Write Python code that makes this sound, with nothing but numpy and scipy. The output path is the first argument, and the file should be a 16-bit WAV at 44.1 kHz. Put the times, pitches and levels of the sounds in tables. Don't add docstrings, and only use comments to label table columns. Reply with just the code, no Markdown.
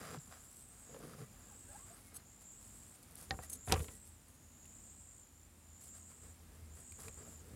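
import sys
import numpy as np
from scipy import signal
from scipy.fft import rfft, irfft
from scipy.io import wavfile
from scipy.ndimage import uniform_filter1d

SR = 44100
rng = np.random.default_rng(int(sys.argv[2]) if len(sys.argv) > 2 else 0)


def volts(x):
    e = np.asarray(x, float) / 20
    return 10 ** e


def int16_out(signal):
    q = np.round(np.clip(np.atleast_2d(signal).T, -1, 1) * 32767)
    wavfile.write(sys.argv[1], SR, q.astype(np.int16))


N = 332955
TIME = np.arange(N) / SR

# (frequency [Hz], density [dB per Hz])
YARD_SPECTRUM = [(30, -30.5), (48, 2), (70, -10.5), (110, -6), (150, -13), (230, -9.5), (290, -15),
                 (420, -21), (800, -23), (1600, -26.5), (4500, -31.5), (6500, -30), (9500, -27),
                 (15500, -34)]
YARD_DB = -67.5
# (time [s], level [dB])
BREEZE = [(0, 0.5), (1.5, 2.5), (2.4, 1.5), (3.2, 2.5), (4.4, 0.56), (5.3, 0), (6.5, 0.6), (7.55, 3.5)]
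# (time [s], level [dB])
TABLE_SHAKE = [(0, -65.5), (.25, -64), (.5, -79.5), (1.19, -68), (1.3, -70.5), (1.7, -66), (2.5, -74.5),
               (3.25, -65), (4.0, -64.5), (4.8, -71), (6.0, -63), (6.45, -62), (7.02, -56), (7.55, -61.5)]
TABLE_HZ, TABLE_T60_S = 77.12, 0.091

# (wing tone [Hz], stroke rate [1/s], fall in a stroke [Hz], stroke length [s])
CRICKETS = [(7075, 56, 674, 0.00798), (7600, 63.7, 620, 0.0042), (8318, 65.3, 743, 0.0045)]
# (start [s], stop [s], level [dB])
TRILLS = [
    [(-.3, .45, -73), (.66, 1.0, -68), (1.08, 1.45, -75), (1.45, 1.92, -66), (2.15, 2.85, -67.5),
     (3.25, 3.92, -62.5), (4.28, 5.44, -66.5), (5.72, 6.32, -66.5), (6.68, 7.4, -62.5)],
    [(-.1, .9, -63), (1.13, 1.9, -63.5), (2.18, 2.92, -63), (3.2, 4.15, -64), (4.45, 5.2, -62.5),
     (5.2, 5.62, -82), (5.62, 6.31, -62), (6.66, 7.35, -62)],
    [(.46, .9, -64.5), (1.47, 1.95, -63), (2.49, 2.96, -63.5), (3.72, 4.15, -66.5), (4.68, 5.22, -63.5),
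     (5.79, 6.31, -62.5), (6.72, 7.2, -62.5)],
]
# (swell [s], dying [s], sag [dB/s], starting flatness [share], warm-up [s])
TRILL_SHAPES = [(0.298, 0.0238, 1.5, 0.034, 0.32), (0.257, 0.06, 6, 0.055, .4),
                (0.102, 0.0089, 6, 0.064, 0.18)]
CHORUS_DB = -78

# (start [s], length [s], body [dB], rasp [dB], hiss [dB])
CUTS = [(-.03, 0.1763, -53, -55, -62), (0.104, 0.0414, -44.5, -57.5, -77), (0.295, 0.0527, -79, -59, -79.5),
        (0.89, 0.153, -55.5, -68, -71), (1.005, 0.142, -54, -63, -66), (1.16, 0.061, -52, -63, -64.5),
        (1.696, 0.096, -82, -67.5, -67.5), (1.847, 0.12, -78, -66.5, -68.5),
        (2.104, 0.0965, -67, -68, -76.5), (5.796, 0.0803, -69, -72, -61.5),
        (5.93, 0.0483, -70, -66.5, -64.5), (6.083, 0.0242, -70.5, -67.5, -67.5),
        (6.21, 0.0655, -67, -71, -70.5), (6.518, 0.063, -64.5, -73, -74.5), (6.743, 0.066, -65, -70, -64.5),
        (6.977, 0.0813, -59.5, -63, -57.5), (7.444, .12, -68.5, -75, -80)]
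# (start [s], length [s], body [dB], rasp [dB], hiss [dB])
RUBS = [(0.18, 0.295, -80, -70.5, -66), (0.485, 0.144, -80, -77, -64.5), (.69, 0.196, -73, -72.5, -72),
        (1.94, 0.154, -79.5, -74, -66), (2.396, 0.024, -85.5, -70.5, -63.5),
        (2.596, 0.373, -85.5, -76.5, -67.5), (3.065, 0.108, -68, -73, -71.5),
        (3.16, 0.0793, -78.5, -68, -57.5), (3.27, .11, -60, -74, -66), (3.39, 0.01, -61.5, -66, -68),
        (3.47, .1, -64, -72, -72), (1.3, .25, -76, -72, -80), (3.415, 0.0193, -69.5, -60, -52),
        (3.676, 0.0594, -56.5, -55.5, -52.5), (3.743, 0.097, -49, -77, -55),
        (3.822, 0.135, -64.5, -86.5, -60.5), (4.044, 0.04, -77, -93.5, -65.5),
        (4.26, 0.0454, -82.5, -75.5, -69), (6.1, 0.191, -71.5, -78, -82), (6.4, 0.402, -69, -80, -85),
        (7.17, 0.086, -58.5, -65.5, -72.5), (7.26, 0.0684, -59, -71, -65), (7.383, 0.205, -61, -75, -82.5)]
CUT_ATTACK_S, CUT_RELEASE_S, RUB_ATTACK_S, RUB_RELEASE_S = 0.0242, 0.0447, 0.0216, 0.0386
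# (frequency [Hz], width [Hz], level [dB])
MELON_BODY = [(150, 50.8, 3.5), (221.5, 37.5, 0.5), (438, 86, -1)]
# (frequency [Hz], width [Hz], level [dB])
RASP_BANDS = [(720, 215, 5), (1094, 120, -3), (1262, 288, 4), (1601, 126, -3), (1962, 81, -13),
              (2920, 6400, -13.5), (4790, 70, 0)]
# (frequency [Hz], width [Hz], level [dB])
HISS_BANDS = [(6330, 8400, -5.5), (9400, 3930, 9), (12240, 12400, 0.5)]

# (time [s], peak [dB], colour [Hz])
SNAPS = [(.146, -41, 835), (.33, -51.5, 1050), (.013, -45.5, 230), (.275, -54.5, 150), (6.922, -54, 4500),
         (0.187, -49, 5000), (0.894, -50.5, 492), (0.945, -44, 466), (0.964, -45.5, 478), (1.004, -50, 450),
         (1.036, -46, 240), (1.035, -48, 1235), (1.235, -54, 1100), (1.111, -63, 1250), (1.135, -49, 1290),
         (3.033, -54.5, 4500), (3.167, -50.5, 3720), (4.655, -54, 2610), (6.921, -51.5, 2250),
         (7.496, -59.5, 4500)]
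# (time [s], peak [dB])
TICKS = [(0.4442, -49.5), (0.5265, -48), (0.5672, -48.5), (0.6867, -49), (0.795, -52), (0.989, -48),
         (1.2605, -53.5), (1.3932, -51), (1.5206, -46.5), (1.6893, -48.5), (2.069, -47.5), (2.5191, -51),
         (3.027, -46), (3.032, -48.5), (3.109, -49), (3.12, -47.5), (3.1536, -38.5), (3.1976, -49),
         (3.2247, -43), (4.0518, -49.5), (4.0741, -47.5), (4.283, -51.5), (4.6544, -49.5), (6.7515, -51),
         (6.7994, -53), (6.92, -43.5), (7.083, -45), (7.1406, -49.5), (7.373, -50), (7.484, -55)]
TICK_HZ = 9840

# (start [s], length [s], from [Hz], to
# [Hz], level [dB])
SQUEAKS = [(1.48, .03, 1250, 960, -74), (1.505, .032, 900, 735, -65), (1.548, .02, 500, 430, -68),
           (1.685, .055, 545, 705, -67), (1.742, .02, 745, 880, -57), (1.768, .075, 985, 1235, -71),
           (1.67, .05, 1465, 1860, -72), (1.744, .02, 1550, 1700, -69.5), (1.78, .025, 1950, 2150, -76),
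           (1.9, .026, 640, 750, -61), (1.195, .06, 1910, 1990, -74), (2.04, .09, 2170, 2195, -77),
           (2.19, .035, 2110, 2090, -78), (2.188, .02, 4150, 4170, -77), (2.31, .022, 2070, 2060, -78),
           (3.424, .024, 1910, 1915, -63), (3.5, .07, 256, 250, -64), (3.88, .09, 1960, 1940, -76),
           (6.47, .22, 2030, 2140, -84), (6.982, .02, 525, 460, -58), (7.056, .035, 440, 452, -60),
           (.166, .028, 152, 140, -47), (1.192, .022, 145, 140, -50), (1.217, .026, 140, 138, -49),
           (1.19, .045, 450, 445, -63), (1.3, .9, 102, 98, -71.5), (1.695, .04, 820, 860, -71)]

# (start [s], length [s], level [dB])
DRAGS = [(2.137, 0.0166, -54), (2.158, 0.0125, -50.5), (3.4965, 0.0071, -45), (3.513, 0.0165, -52),
         (3.528, 0.008, -43), (3.539, 0.0102, -54.5), (3.552, 0.00855, -52), (3.644, 0.055, -58),
         (3.661, 0.029, -72), (4.337, 0.018, -67.5)]
# (frequency [Hz], level [dB], t60 [s])
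BLADE_MODES = [(3794, -24, 0.04), (4290, -19.5, 0.0315), (5000, -21.5, 0.033), (5910, -23.5, .035),
               (6499, -5.5, 0.045), (8018, -4, 0.038), (8370, -10.5, 0.017), (9360, 2, 0.0187),
               (8840, -12, 0.023), (10080, -4, 0.0177), (10980, -2.5, 0.0114), (12630, -7.5, 0.038),
               (13500, -22, .025)]

# (time [s], peak [dB], contact sharpness [Hz], table thump [dB])
BLOWS = [(3.223, -46.5, 1540, -74), (3.3085, -19, 5600, -31.5), (3.322, -37.5, 1190, -44),
         (3.341, -40.5, 1500, -32.5), (3.39, -34, 1590, -38.5), (3.675, -37.5, 1990, -37.5),
         (3.684, -35.5, 5000, -29.5), (3.697, -33.5, 2500, -27.5), (3.704, -30, 2000, -43),
         (3.7164, -26, 3000, -22), (3.7227, -10, 12800, -34.5), (3.7277, -27.5, 1315, -28.5),
         (3.74, -24, 6500, -22.5), (3.744, -33.5, 3500, -42), (3.752, -51, 2500, -36),
         (3.76, -31.5, 2400, -32.5), (3.766, -40.5, 2000, -37.5), (3.776, -38.5, 3000, -26),
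         (3.795, -39.5, 2980, -37), (3.803, -37.5, 3480, -24), (3.808, -42, 5000, -45.5),
         (3.844, -42.5, 3970, -53), (3.883, -44, 3450, -41), (3.911, -53, 2000, -58.5),
         (6.117, -55.5, 1200, -60.5), (6.991, -46, 1490, -54.5), (7.082, -39.5, 5000, -38.5),
         (7.175, -48, 1500, -50), (7.208, -51, 500, -52), (7.273, -51.5, 700, -54.5),
         (7.506, -54, 500, -46), (7.535, -47, 500, -43)]
# (frequency [Hz], level [dB], t60 [s])
BOARD_MODES = [(142, 8, 0.096), (234.1, -6, 0.25), (309.8, -5, 0.22), (421, 1.5, 0.095), (522, 1.5, 0.152),
               (635, -16, 0.235), (756, -0.5, 0.056), (2597, 10, 0.03), (1042, 3.5, 0.049),
               (1157, -2.5, 0.055), (1390, 4, 0.04), (1886, -1.5, 0.038), (2450, 9.5, 0.026),
               (2970, 1, 0.021), (3680, 6.5, 0.022), (4110, 5.5, 0.018), (4500, 1, 0.0164),
               (4970, 7.5, 0.016), (5600, 2.5, 0.0127), (6000, 7, 0.014), (7400, 3.5, 0.0091),
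               (9400, 17, 0.007), (11600, -13.5, 0.0055)]
LANDS_S = 3.6
LANDED_T60_SHARE, LIFTED_T60_SHARE = 0.72, 0.52
# (time [s], frequency [Hz], level [dB], t60 [s])
RINGS = [(3.309, 775.5, -36.5, 0.118), (3.309, 1847, -30, 0.0412), (3.391, 758, -46, 0.053),
         (3.677, 720, -40.5, 0.061), (3.7235, 440.5, -31, 0.116), (3.725, 773, -26, 0.057),
         (3.757, 1161, -45.5, 0.089), (3.803, 2050, -50, 0.034)]


def unit(x):
    return x / np.sqrt(np.mean(x ** 2))


def band(x, hz, width_hz):
    return signal.lfilter(*signal.iirpeak(min(hz, .45 * SR), hz / width_hz, fs=SR), x)


def decay(t, t60_s):
    return np.exp(-np.log(1000) * t / t60_s)


def walk(rate_hz):
    k = int(SR / rate_hz)
    steps = np.repeat(rng.standard_normal(N // k + 1), k)
    return 1.3 * uniform_filter1d(uniform_filter1d(steps, k), k)[:N]


def grains(per_s, spread_db):
    hits = rng.random(N) < per_s / SR
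    size_db = spread_db * np.minimum(rng.exponential(size=N), 3)
    return hits * rng.standard_normal(N) * volts(size_db)


def add(out, start_s, sound):
    i = int(start_s * SR)
    out[i:i + len(sound)] += sound[:N - i]


def held(start_s, stop_s, attack_s, release_s):
    rise = (TIME - start_s) / max(attack_s, .001)
    fall = 1 + (stop_s - TIME) / max(release_s, .001)
    return np.clip(np.minimum(rise, fall), 0, 1)


def yard():
    hz, db = np.transpose(YARD_SPECTRUM)
    f = np.maximum(np.arange(N // 2 + 1) * SR / N, 1)
    shape = volts(np.interp(np.log(f), np.log(hz), db))
    air = irfft(rfft(rng.standard_normal(N)) * shape, N)
    middle = signal.sosfilt(signal.butter(4, [120, 5000], "band", fs=SR, output="sos"), air)
    sway_db = np.interp(TIME, *np.transpose(BREEZE)) + walk(3.904) / 2
    return air * volts(YARD_DB + sway_db) / np.std(middle)


def shake():
    noise = rng.standard_normal(N)
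    sway = unit(band(band(noise, TABLE_HZ + 3, 7.3), TABLE_HZ, 32))
    tremor = np.sin(2 * np.pi * np.cumsum(81 + 2.62 * walk(3)) / SR)
    level_db = np.interp(TIME, *np.transpose(TABLE_SHAKE))
    return volts(level_db) * unit(sway + 1.28 * tremor)


def trills(rows, swell_s, dying_s, sag_db_per_s, flat, warm_s):
    gain = volts(CHORUS_DB)
    for start, stop, db in rows:
        gain = gain + volts(db - sag_db_per_s * (TIME - start)) * held(start, stop, swell_s, dying_s)
    starts = np.array([-1] + [start for start, _, _ in rows])
    since_s = TIME - starts[np.searchsorted(starts, TIME) - 1]
    return gain * volts(1.37 * walk(9)), 1 - flat * np.exp(-since_s / warm_s)


def crickets():
    out = 0
    t = np.arange(SR // 12) / SR
    for (hz, rate_hz, fall_hz, length_s), rows, shape in zip(CRICKETS, TRILLS, TRILL_SHAPES):
        gain, warmth = trills(rows, *shape)
        strokes = np.cumsum(rate_hz * (1 + .006 * walk(6.0))) / SR
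        since = (strokes % 1 - .5) / rate_hz / length_s
        chance = rng.standard_normal((N // 400, 2))[strokes.astype(int)].T
        wing_hz = 1.004 * hz * warmth * (1 + 0.009 * chance[0])
        tone_hz = wing_hz - fall_hz * np.clip(since, -1, 1)
        stroke_gain = volts(0.35 * chance[1]) * np.exp(-4 * since ** 2)
        chirp = stroke_gain * np.sin(2 * np.pi * np.cumsum(tone_hz) / SR)
        echoes = rng.standard_normal((2, len(t))) * np.exp(-t / .014)
        wet = sum(signal.fftconvolve(chirp * (1 + walk(40)), echo)[:N] for echo in echoes)
        out = out + gain * unit(unit(chirp) + 1.2 * unit(wet))
    return out


def effort(rows, attack_s, release_s):
    shapes = [held(s, s + length, attack_s, release_s) for s, length, *_ in rows]
    powers = volts(np.array(rows)[:, 2:].T) ** 2
    return np.sqrt(powers @ np.square(shapes))


def work():
    cut = effort(CUTS, CUT_ATTACK_S, CUT_RELEASE_S)
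    rub = effort(RUBS, RUB_ATTACK_S, RUB_RELEASE_S)
    rasp_gain, hiss_gain = np.hypot(cut, rub)[1:]
    slips = unit(grains(450, 3.0)) + 0.706 * rng.standard_normal(N)
    fibres = unit(grains(2500, 0.47)) + 0.132 * slips
    skin = unit(grains(2700, 0.45)) + 0.5 * rng.standard_normal(N)
    push = cut[0] * unit(slips) + rub[0] * unit(skin)
    body = sum(volts(db) * band(band(push, hz, 1.49 * w), hz, 1.49 * w) for hz, w, db in MELON_BODY)
    body = volts(23.0) * body / np.linalg.norm(volts(np.array(MELON_BODY)[:, 2]))
    rasp = sum(volts(db) * band(fibres, hz, w) for hz, w, db in RASP_BANDS)
    hiss = sum(volts(db) * band(band(skin, hz, w), hz, 1.77 * w) for hz, w, db in HISS_BANDS)
    return body + rasp_gain * unit(rasp) + hiss_gain * unit(hiss)


def ticks():
    out, t = np.zeros(N), np.arange(SR // 40) / SR
    dry_ticks = [(s + 0.0016, db + 2.5, TICK_HZ) for s, db in TICKS]
    for s, peak_db, hz in [*dry_ticks, *SNAPS]:
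        snap = 0.1895 * rng.standard_normal(len(t)) * np.exp(-t / (0.00174 + 1.96 / hz))
        snap[0] += 1
        snap = band(snap, hz, 0.191 * hz)
        add(out, s, volts(peak_db) * snap / np.abs(snap).max())
    return out


def squeaks():
    out, waver = np.zeros(N), 1 + walk(120) / 90
    for s, length_s, from_hz, to_hz, db in SQUEAKS:
        count = int(1.3 * length_s * SR)
        hz = np.linspace(from_hz, to_hz, count) * waver[int(s * SR):][:count]
        tone = np.sin(2 * np.pi * np.cumsum(hz) / SR)
        add(out, s, np.sqrt(2) * volts(db) * np.hanning(count) ** 0.37 * tone)
    return out * volts(3.2 * walk(90))


def blade():
    push = np.zeros(N)
    for s, length_s, db in DRAGS:
        stroke = np.linspace(0, 1, int(1.622 * length_s * SR))
        add(push, s, volts(db) * np.sin(np.pi * stroke ** 0.706))
    push = push * (rng.standard_normal(N) + 0.96 * unit(grains(670, 2.4)))
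    sing = 0
    for hz, db, t60_s in BLADE_MODES:
        mode = band(push, hz, np.log(1000) / np.pi / t60_s)
        sing = sing + volts(db) * mode * np.sqrt(SR * t60_s / 30)
    scrape = volts(-21.5) * band(push, 4600, 12000)
    return sing + scrape


def blows():
    out, t = np.zeros(N), np.arange(int(.35 * SR)) / SR
    hz, db, t60_s = np.transpose(BOARD_MODES)[:, :, None]
    thump = np.sin(2 * np.pi * TABLE_HZ * t) * decay(t, TABLE_T60_S) * (1 - np.exp(-t / 0.00095))
    for s, peak_db, sharp_hz, thump_db in BLOWS:
        chance = rng.standard_normal((3, len(BOARD_MODES), 1))
        share = LANDED_T60_SHARE if s > LANDS_S else LIFTED_T60_SHARE
        phase = 2 * np.pi * hz * (1 + 0.011 * chance[1]) * t + 0.9 * chance[2] + np.pi
        modes = volts(db + 0.9 * chance[0]) * np.sin(phase)
        noise = rng.standard_normal(len(t))
        between = np.array([unit(band(noise, f, 0.48 * f)) for f in hz[:, 0]]) * volts(db - 2.0)
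        sound = ((modes + between) * decay(t, t60_s * share)).sum(axis=0)
        sound[:4] -= 24.0
        softness = signal.butter(4, np.clip(sharp_hz, 300, 15000), fs=SR, output="sos")
        sound = signal.sosfilt(softness, sound)
        add(out, s, volts(peak_db) * sound / np.abs(sound).max() + volts(thump_db - 4.5) * thump)
    return out


def rings():
    out, t = np.zeros(N), np.arange(SR // 5) / SR
    for s, hz, db, t60_s in RINGS:
        tone = np.sin(2 * np.pi * hz * t) * decay(t, t60_s)
        add(out, s, volts(db) * tone * (1 - np.exp(-t / 0.00123)))
    return out


def scatter(near):
    t = np.arange(SR // 5) / SR
    echo = band(rng.standard_normal(len(t)), 900, 2200) * decay(t, 0.057) * (t > .004)
    return volts(-26.5) * signal.fftconvolve(near, echo / np.sqrt(np.sum(echo ** 2)))[:N]


def scene():
    near = work() + ticks() + squeaks() + blade() + blows() + rings()
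    return (yard() + shake() + crickets() + near + scatter(near))[None]


def band_limit(x):
    return signal.sosfilt(signal.butter(12, 15720, fs=SR, output="sos"), x)


def record(dry):
    mix = signal.sosfilt(signal.butter(4, 44, "high", fs=SR, output="sos"), dry)
    return band_limit(mix)


dry = scene()
out = record(dry)
int16_out(out)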